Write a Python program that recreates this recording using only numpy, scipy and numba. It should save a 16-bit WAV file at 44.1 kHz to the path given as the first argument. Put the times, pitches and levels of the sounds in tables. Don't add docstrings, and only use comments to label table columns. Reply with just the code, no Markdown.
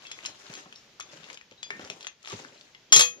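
import sys
import numpy as np
from scipy import signal
from scipy.fft import rfft, irfft
from scipy.io import wavfile
from scipy.ndimage import uniform_filter1d
from numba import njit

SR = 44100
rng = np.random.default_rng(int(sys.argv[2]) if len(sys.argv) > 2 else 0)


def master_out(mix):
    frames = np.transpose(np.atleast_2d(mix))
    ceiling = np.clip(frames, -1, 1)
    pcm = np.round(ceiling * 32767).astype(np.int16)
    wavfile.write(sys.argv[1], SR, pcm)


def invert_db(x):
    u = np.asarray(x, float) / 20
    return 10 ** u


N = 141120

# (level [dB], time to fade by 60 dB [s])
SKIMMER = [(-5.5, 0.22), (0.5, 0.19), (-8, 0.25), (-8, 0.18), (-1, 0.14), (2, 0.14), (5.5, 0.086),
           (6, 0.11), (2.5, 0.17), (7, 0.26), (4, 0.36), (8, 0.11), (-1.5, 0.05), (13.5, 0.098)]
# (level [dB], time to fade by 60 dB [s])
PAN = [(-9, 0.31), (-10, 0.34), (-0.5, 0.22), (-4, .22), (5.5, 0.057), (-25, .2), (8.5, 0.055),
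       (13.5, 0.083), (11, 0.089), (11.5, 0.12), (15.5, 0.051), (-1.5, 0.076), (-8, .2), (-9, 0.074)]


def colour(table, hz):
    points = np.array(table, float)
    return np.interp(np.log(np.maximum(hz, 1)), np.log(points[:, 0]), points[:, 1])


def walk(rate):
    hold = int(SR / rate)
    steps = np.repeat(rng.standard_normal(N // hold + 1), hold)
    level = uniform_filter1d(steps, hold)[:N]
    return level / level.std()


@njit
def add(out, start, n, pole, glide, rise, left, right):
    for k in range(len(start)):
        z, p, unrisen = 1. + 0j, pole[k], 1.
        for i in range(start[k], min(start[k] + n[k], out.shape[1])):
            unrisen *= rise[k]
            out[0, i] += (1 - unrisen) * (z * left[k]).imag
            out[1, i] += (1 - unrisen) * (z * right[k]).imag
            z *= p
            p *= glide[k]


def rings(s, hz, db, t60, luck, glide=0., stop_s=9.):
    # (pitch [Hz], level [dB])
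    right_port = [(200, 0), (600, -.5), (1400, -4.5), (2800, -5.5), (5500, -2), (9000, -9), (16000, -7)]
    alike_below_hz, rise_cycles = 3000, .6
    t60 = np.maximum(t60, 1e-4)
    s, hz, db, t60, luck, stop_s = (a.ravel() for a in np.broadcast_arrays(s, hz, db, t60, luck, stop_s))
    out = np.zeros((2, N))
    n = np.minimum(t60, np.maximum(stop_s - s, 0)) * SR
    apart = hz / (hz + alike_below_hz)
    right = invert_db(db + colour(right_port, hz)) * np.exp(1j * luck * apart)
    turn = 2 * np.pi * np.minimum(hz, .45 * SR) / SR
    pole = np.exp(1j * turn - np.log(1000) / (t60 * SR))
    bend = np.exp(1j * turn * glide / (t60 * SR))
    rise = np.exp(-hz / SR / rise_cycles)
    add(out, (s * SR).astype(np.int64), n.astype(np.int64), pole, bend, rise, invert_db(db) + 0j, right)
    return out


def crack(s, db, hz, spread, cycles, count=24):
    c = rng.standard_normal((len(s), count, 4))
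    pitch = hz[:, None] * np.exp(spread * c[..., 0])
    late = 0.001 * c[..., 1] ** 2
    level = db[:, None] - 12 + 3 * c[..., 2] - 2500 * late
    return rings(s[:, None] + late, pitch, level, cycles / pitch, c[..., 3])


def steel(count):
    skimmer_hz = [3171, 3297, 3667, 4096, 4121, 5119, 5228, 5580, 6228, 6372, 6436, 6702, 6883, 7149]
    pan_hz = [495, 1297, 1852, 2530, 3410, 4307, 7020, 8452, 9006, 10420, 11430, 12860, 15170, 1130]
    # (level [dB], time to fade by 60 dB [s])
    blade = [(-8, .12), (-7, .13), (-16, .25), (-10, .22), (-4, .13), (-5, .14), (3, .1), (0, .11),
             (-4, .12), (0, .17), (-6, .15), (-10, .08), (-6, .07), (-6, .08)]
    blade_hz = [2164, 4441, 4743, 5055, 5735, 7736, 9351, 9625, 10950, 12200, 13460, 14100, 14700, 15500]
    # (pitch [Hz], level [dB])
    weak_colour = [(200, 2), (500, -10.5), (1400, -1.5), (3300, 6), (5000, -4), (6900, 0), (9000, 12),
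                   (16000, -25.5)]
    place = np.arange(count) / count + rng.random(count) / count
    hz = 12000 * place ** 1.4 + 300
    weak_t60 = 0.054 * invert_db(3.0 * rng.standard_normal(count))
    weak = np.c_[hz, colour(weak_colour, hz) - 5.5, weak_t60]
    strong = np.r_[np.c_[skimmer_hz, SKIMMER], np.c_[pan_hz, PAN], np.c_[blade_hz, blade]]
    modes = np.r_[strong, weak]
    return np.c_[modes, rng.standard_normal(len(modes))].T


def effort(s):
    # (start [s], peak [s], end [s], pressure level [dB], gravy level [dB])
    strokes = [(-.05, 0.054, 0.79, -48.5, -51), (0.205, 0.28, 0.31, -42, -40),
               (0.405, 0.56, 0.64, -43, -38), (0.694, 0.77, 0.81, -55.5, -52),
               (1.046, 1.14, 1.254, -47, -35), (1.199, 1.346, 1.156, -46, -37.5),
               (1.55, 1.584, 1.7, -77, -65), (2.486, 2.607, 2.754, -54, -51.5),
               (1.704, 1.87, 1.995, -45, -31.5), (1.982, 2.028, 2.08, -47, -41.5),
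               (2.249, 2.34, 2.435, -39.5, -73), (2.324, 2.45, 2.574, -50, -36),
               (2.894, 2.913, 8, -61, -39)]
    start, peak, end, press_db, flow_db = np.array(strokes).T[:, :, None]
    before = (peak - s) / np.maximum(peak - start, .01)
    after = (s - peak) / np.maximum(end - peak, .01)
    off = np.maximum(before, after)
    shape = invert_db(2 * -10 * off ** 2.0)
    return [10 * np.log10((shape * invert_db(2 * db)).sum(axis=0) + 1e-12) for db in (press_db, flow_db)]


def stirring(hz, db, t60, phase, count=30000):
    # (pitch [Hz], level [dB])
    grit_colour = [(300, -6), (1000, 4), (2000, 9), (3500, 11), (5000, 10), (6500, 12), (9000, 12),
                   (16000, 4)]
    s, u = rng.random(count) * N / SR, rng.random(count)
    c = rng.standard_normal((3, count))
    press, flow = effort(s)
    chatter_db = 1.5 * walk(70)[(s * SR).astype(int)]
    size = 2 * np.minimum(rng.exponential(size=count), 5) + chatter_db
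    patch_db = 2. * walk(25.76)[(s * SR + u // .12 * 9000).astype(int) % N]

    pitch = 300 + 15000 * u ** 1.317
    scrape_db = press + size + patch_db + colour(grit_colour, pitch) - 11.5
    grit = rings(s, pitch, scrape_db, 11.6 / pitch, 5.9 * c[0])

    few = slice(count // 20)
    k = rng.integers(0, len(SKIMMER) + len(PAN), count // 20)
    sing = rings(s[few], hz[k], press[few] + size[few] + db[k] - 29, t60[k] * .3, phase[k])

    bubble_hz = 400 * np.exp(0.528 * c[1, few])
    wet_db = flow[few] + size[few] - 12
    squelch = rings(s[few], bubble_hz, wet_db, 7.7 / bubble_hz, 0.51 * c[2, few], glide=0.19)
    return grit + sing + squelch


def ticks(hz, db, t60, phase):
    # (time [s], peak level [dB], click pitch [Hz])
    tick_list = [(0.0214, -38.5, 2380), (0.0518, -40, 2760), (0.0684, -33.5, 3330), (0.1151, -28.5, 3660),
                 (0.1888, -37, 2040), (0.2074, -39, 3000), (0.251, -28, 2550), (0.2593, -24.5, 5270),
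                 (0.4303, -48, 3660), (0.4994, -38, 3500), (0.5384, -31.5, 3780), (0.5524, -32, 4100),
                 (0.7258, -34.5, 3120), (0.7594, -38, 5540), (1.0006, -29.5, 6200), (1.0074, -31, 3340),
                 (1.0254, -37.5, 6130), (1.1727, -43, 3300), (1.2329, -38.5, 2850), (1.2424, -34.5, 2950),
                 (1.2735, -45, 2960), (1.2866, -38, 2080), (1.3005, -31, 2680), (1.3299, -34.5, 5500),
                 (1.3444, -34.5, 5600), (1.373, -33, 2750), (1.4116, -36.5, 2500), (1.512, -39.5, 3230),
                 (1.5224, -42, 3270), (1.6298, -29, 3460), (1.705, -22.5, 1966), (1.7943, -32.5, 1820),
                 (1.849, -36, 4400), (1.8744, -36, 2700), (1.9001, -24, 3470), (2.0084, -34.5, 4160),
                 (2.0282, -34, 3870), (2.0469, -33.5, 2680), (2.0688, -24.5, 3380), (2.2293, -41, 6300),
                 (2.2484, -37, 3340), (2.2579, -34, 2580), (2.2744, -30, 2600), (2.2834, -32.5, 5500),
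                 (2.299, -32.5, 5000), (2.3044, -33, 3320), (2.3204, -32.5, 5300), (2.392, -37, 2940),
                 (2.4478, -35.5, 1950), (2.577, -50, 4100), (2.611, -39, 4000), (2.7485, -39, 3450)]
    # (time [s], pitch [Hz], level [dB], time to fade by 60 dB [s])
    ping_list = [(0.061, 3320, -42, 0.42), (0.051, 2650, -37, .06), (.115, 3430, -38, 0.11),
                 (0.569, 1290, -51.5, 0.53), (.57, 1838, -47, 0.39), (1.0, 6050, -45, 0.11),
                 (1.091, 3480, -48, .15), (1.577, 3890, -53, 0.41), (2.286, 1250, -44.5, .1),
                 (2.307, 1154, -37, .1), (2.75, 3350, -49, 0.046), (2.748, 2120, -42, .04),
                 (2.9, 3270, -53, 0.22), (2.898, 6400, -71, 0.073), (0.26, 5420, -17.5, 0.0099),
                 (0.26, 4136, -42, 0.23), (0.754, 5460, -47.5, 0.15), (0.998, 1295, -19, 0.0073),
                 (1.007, 3440, -34.5, 0.062), (1.630, 3410, -36, 0.25), (1.630, 4862, -42.5, 0.25),
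                 (1.706, 1817, -35, .24), (1.706, 2307, -39, .14), (1.630, 2450, -27, .016),
                 (1.900, 2400, -30, .02), (1.901, 3500, -36.5, 0.046), (2.070, 6320, -42, 0.1),
                 (2.240, 1310, -48, 0.2), (2.576, 4130, -50.5, 0.077)]
    s, peak_db, pitch = np.array(tick_list).T
    firm_db = np.clip(peak_db + 35.5, -12, 6)
    click = crack(s, peak_db + 5.5, pitch, spread=0.23, cycles=21.4)
    clack = crack(s, peak_db + firm_db - 9.5, np.full(len(s), 6000.), spread=0.614, cycles=27.0)
    near = -9 * np.log(hz / pitch[:, None]) ** 2
    uneven = 5 * rng.standard_normal((len(s), len(hz)))
    ring_db = (peak_db + firm_db)[:, None] - 28 + db + near + uneven
    ringing = rings(s[:, None], hz, ring_db, t60 * 0.42, phase)
    pings = rings(*np.array(ping_list).T, 0.14 * rng.standard_normal(len(ping_list)))
    return click + clack + ringing + pings


def thuds():
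    # (time [s], peak level [dB], pitch
    # [Hz], time to fade by 60 dB [s])
    thud_list = [(0.29, -36, 400, .075), (0.341, -46, 89, .08), (0.498, -30, 400, 0.061),
                 (.657, -29, 810, 0.12), (1.2, -42, 434, .05), (1.249, -60, 89.5, 0.13),
                 (1.517, -34.5, 545, 0.05), (1.665, -42, 706, 0.031), (1.706, -35.5, 497, 0.036),
                 (1.0, -50, 86, 0.072), (1.898, -45, 70, 0.061), (1.795, -22.5, 770, 0.055),
                 (1.829, -36, 164, 0.096), (1.901, -26.5, 500, 0.046), (2.327, -19, 605, 0.036),
                 (2.334, -21.5, 138, 0.07), (2.391, -24, 460, 0.051), (2.93, -31, 99, 0.15),
                 (2.959, -15.5, 297, .08), (2.993, -20, 400, 0.055)]
    s, peak_db, pitch, t60 = np.array(thud_list).T[:, :, None]
    c = rng.standard_normal((len(s), 30, 3))
    late = t60 * rng.random((len(s), 30)) ** 2
    hz = pitch * np.exp(.65 * c[..., 0])
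    level = peak_db - 7.5 - 30 * late / t60 + 1.0 * c[..., 1]
    return rings(s + late, hz, level, 6 / hz, 0.7 * c[..., 2], glide=0.3)


def drop(hz, db, t60, phase):
    # (time [s], skimmer level [dB], pan level [dB], share of skimmer fade time [1], favoured pitch [Hz])
    bounces = [
        (2.9225, -17.5, -20.5, 1.42, 3184),
        (2.939, -28, -35, 1.1, 3370),
        (2.9609, -18.5, -23, 0.83, 4160),
        (2.993, -23, -23, 0.36, 10500),
        (3.007, -23.5, -26.5, 0.76, 3250),
    ]
    s, tool_db, pan_db, share, fond = np.array(bounces).T[:, :, None]
    tool = np.arange(len(hz)) < len(SKIMMER)
    stop = np.where(tool, np.r_[s[2:, 0], 9., 9.][:, None], 9.)
    favour = 5 * np.exp(-(np.log(hz / fond) / 0.057) ** 2)
    gain = np.where(tool, tool_db, pan_db) + db + favour
    gain = gain + 3.5 * rng.standard_normal(gain.shape)
    late = .002 * rng.random((len(s), len(hz)))
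    luck = .5 * phase + .5 * rng.standard_normal(gain.shape)
    ringing = rings(s + late, hz, gain, t60 * np.where(tool, share, 1), luck, stop_s=stop)
    hit = crack(s[:, 0], pan_db[:, 0] - 17, np.full(len(s), 4500.), spread=1.0, cycles=6.1, count=40)
    return ringing + hit


def room(x):
    t60_s, level_db, dull_hz = .19, -12, 5400
    t = np.arange(SR // 2) / SR
    mid, side = rng.standard_normal((2, len(t))) * invert_db(-60 * t / t60_s) * (t > .003)
    side = signal.sosfilt(signal.butter(2, 450, "high", fs=SR, output="sos"), side)
    band = signal.butter(1, [250., dull_hz], "band", fs=SR, output="sos")
    tail = signal.sosfilt(band, [mid + side, mid - side])
    tail = tail / np.sqrt((tail ** 2).sum(axis=1, keepdims=True))
    return invert_db(level_db) * signal.fftconvolve(x, tail, axes=1)[:, :N]


def kitchen():
    # (pitch [Hz], level per Hz [dB])
    murmur = [(30, 12), (90, 7), (400, -3.5), (1070, -10), (3300, -8), (6500, -13), (8000, -21),
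              (16000, -15)]
    hz = np.arange(N // 2 + 1) * SR / N
    mid, side = rfft(rng.standard_normal((2, N))) * invert_db(colour(murmur, hz))
    side = side * hz / (hz + 900)
    x = irfft(np.array([mid + side, mid - side]), N)
    return x / x.std() * invert_db(-58 + 1.5 * walk(3))


def scene():
    right_lag_s = .00022
    modes = steel(count=150)
    thin = signal.butter(2, 380, "high", fs=SR, output="sos")
    metal = signal.sosfilt(thin, drop(*modes) + ticks(*modes))
    near = metal + thuds() + stirring(*modes)
    late = np.interp(np.arange(N) - right_lag_s * SR, np.arange(N), near[1])
    near = np.array([near[0], late])
    return near + room(near) + kitchen()


def low_pass(x):
    return signal.sosfilt(signal.butter(12, 16310, fs=SR, output="sos"), x)


def record(dry):
    # (pitch [Hz], level [dB])
    mic = [(30, -26), (140, -5), (500, -.5), (6900, .5), (7700, -8), (8500, -14), (15400, -17),
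           (16300, -70)]
    cepstrum = irfft(np.log(invert_db(colour(mic, np.arange(1025) * SR / 2048))))
    forward = np.r_[1, np.full(1023, 2), 1, np.zeros(1023)]
    response = irfft(np.exp(rfft(cepstrum * forward)))
    limited = .92 * np.tanh(dry / .92)
    mix = signal.fftconvolve(limited, response[None], axes=1)[:, :N]
    return low_pass(mix)


dry = scene()
out = record(dry)
master_out(out)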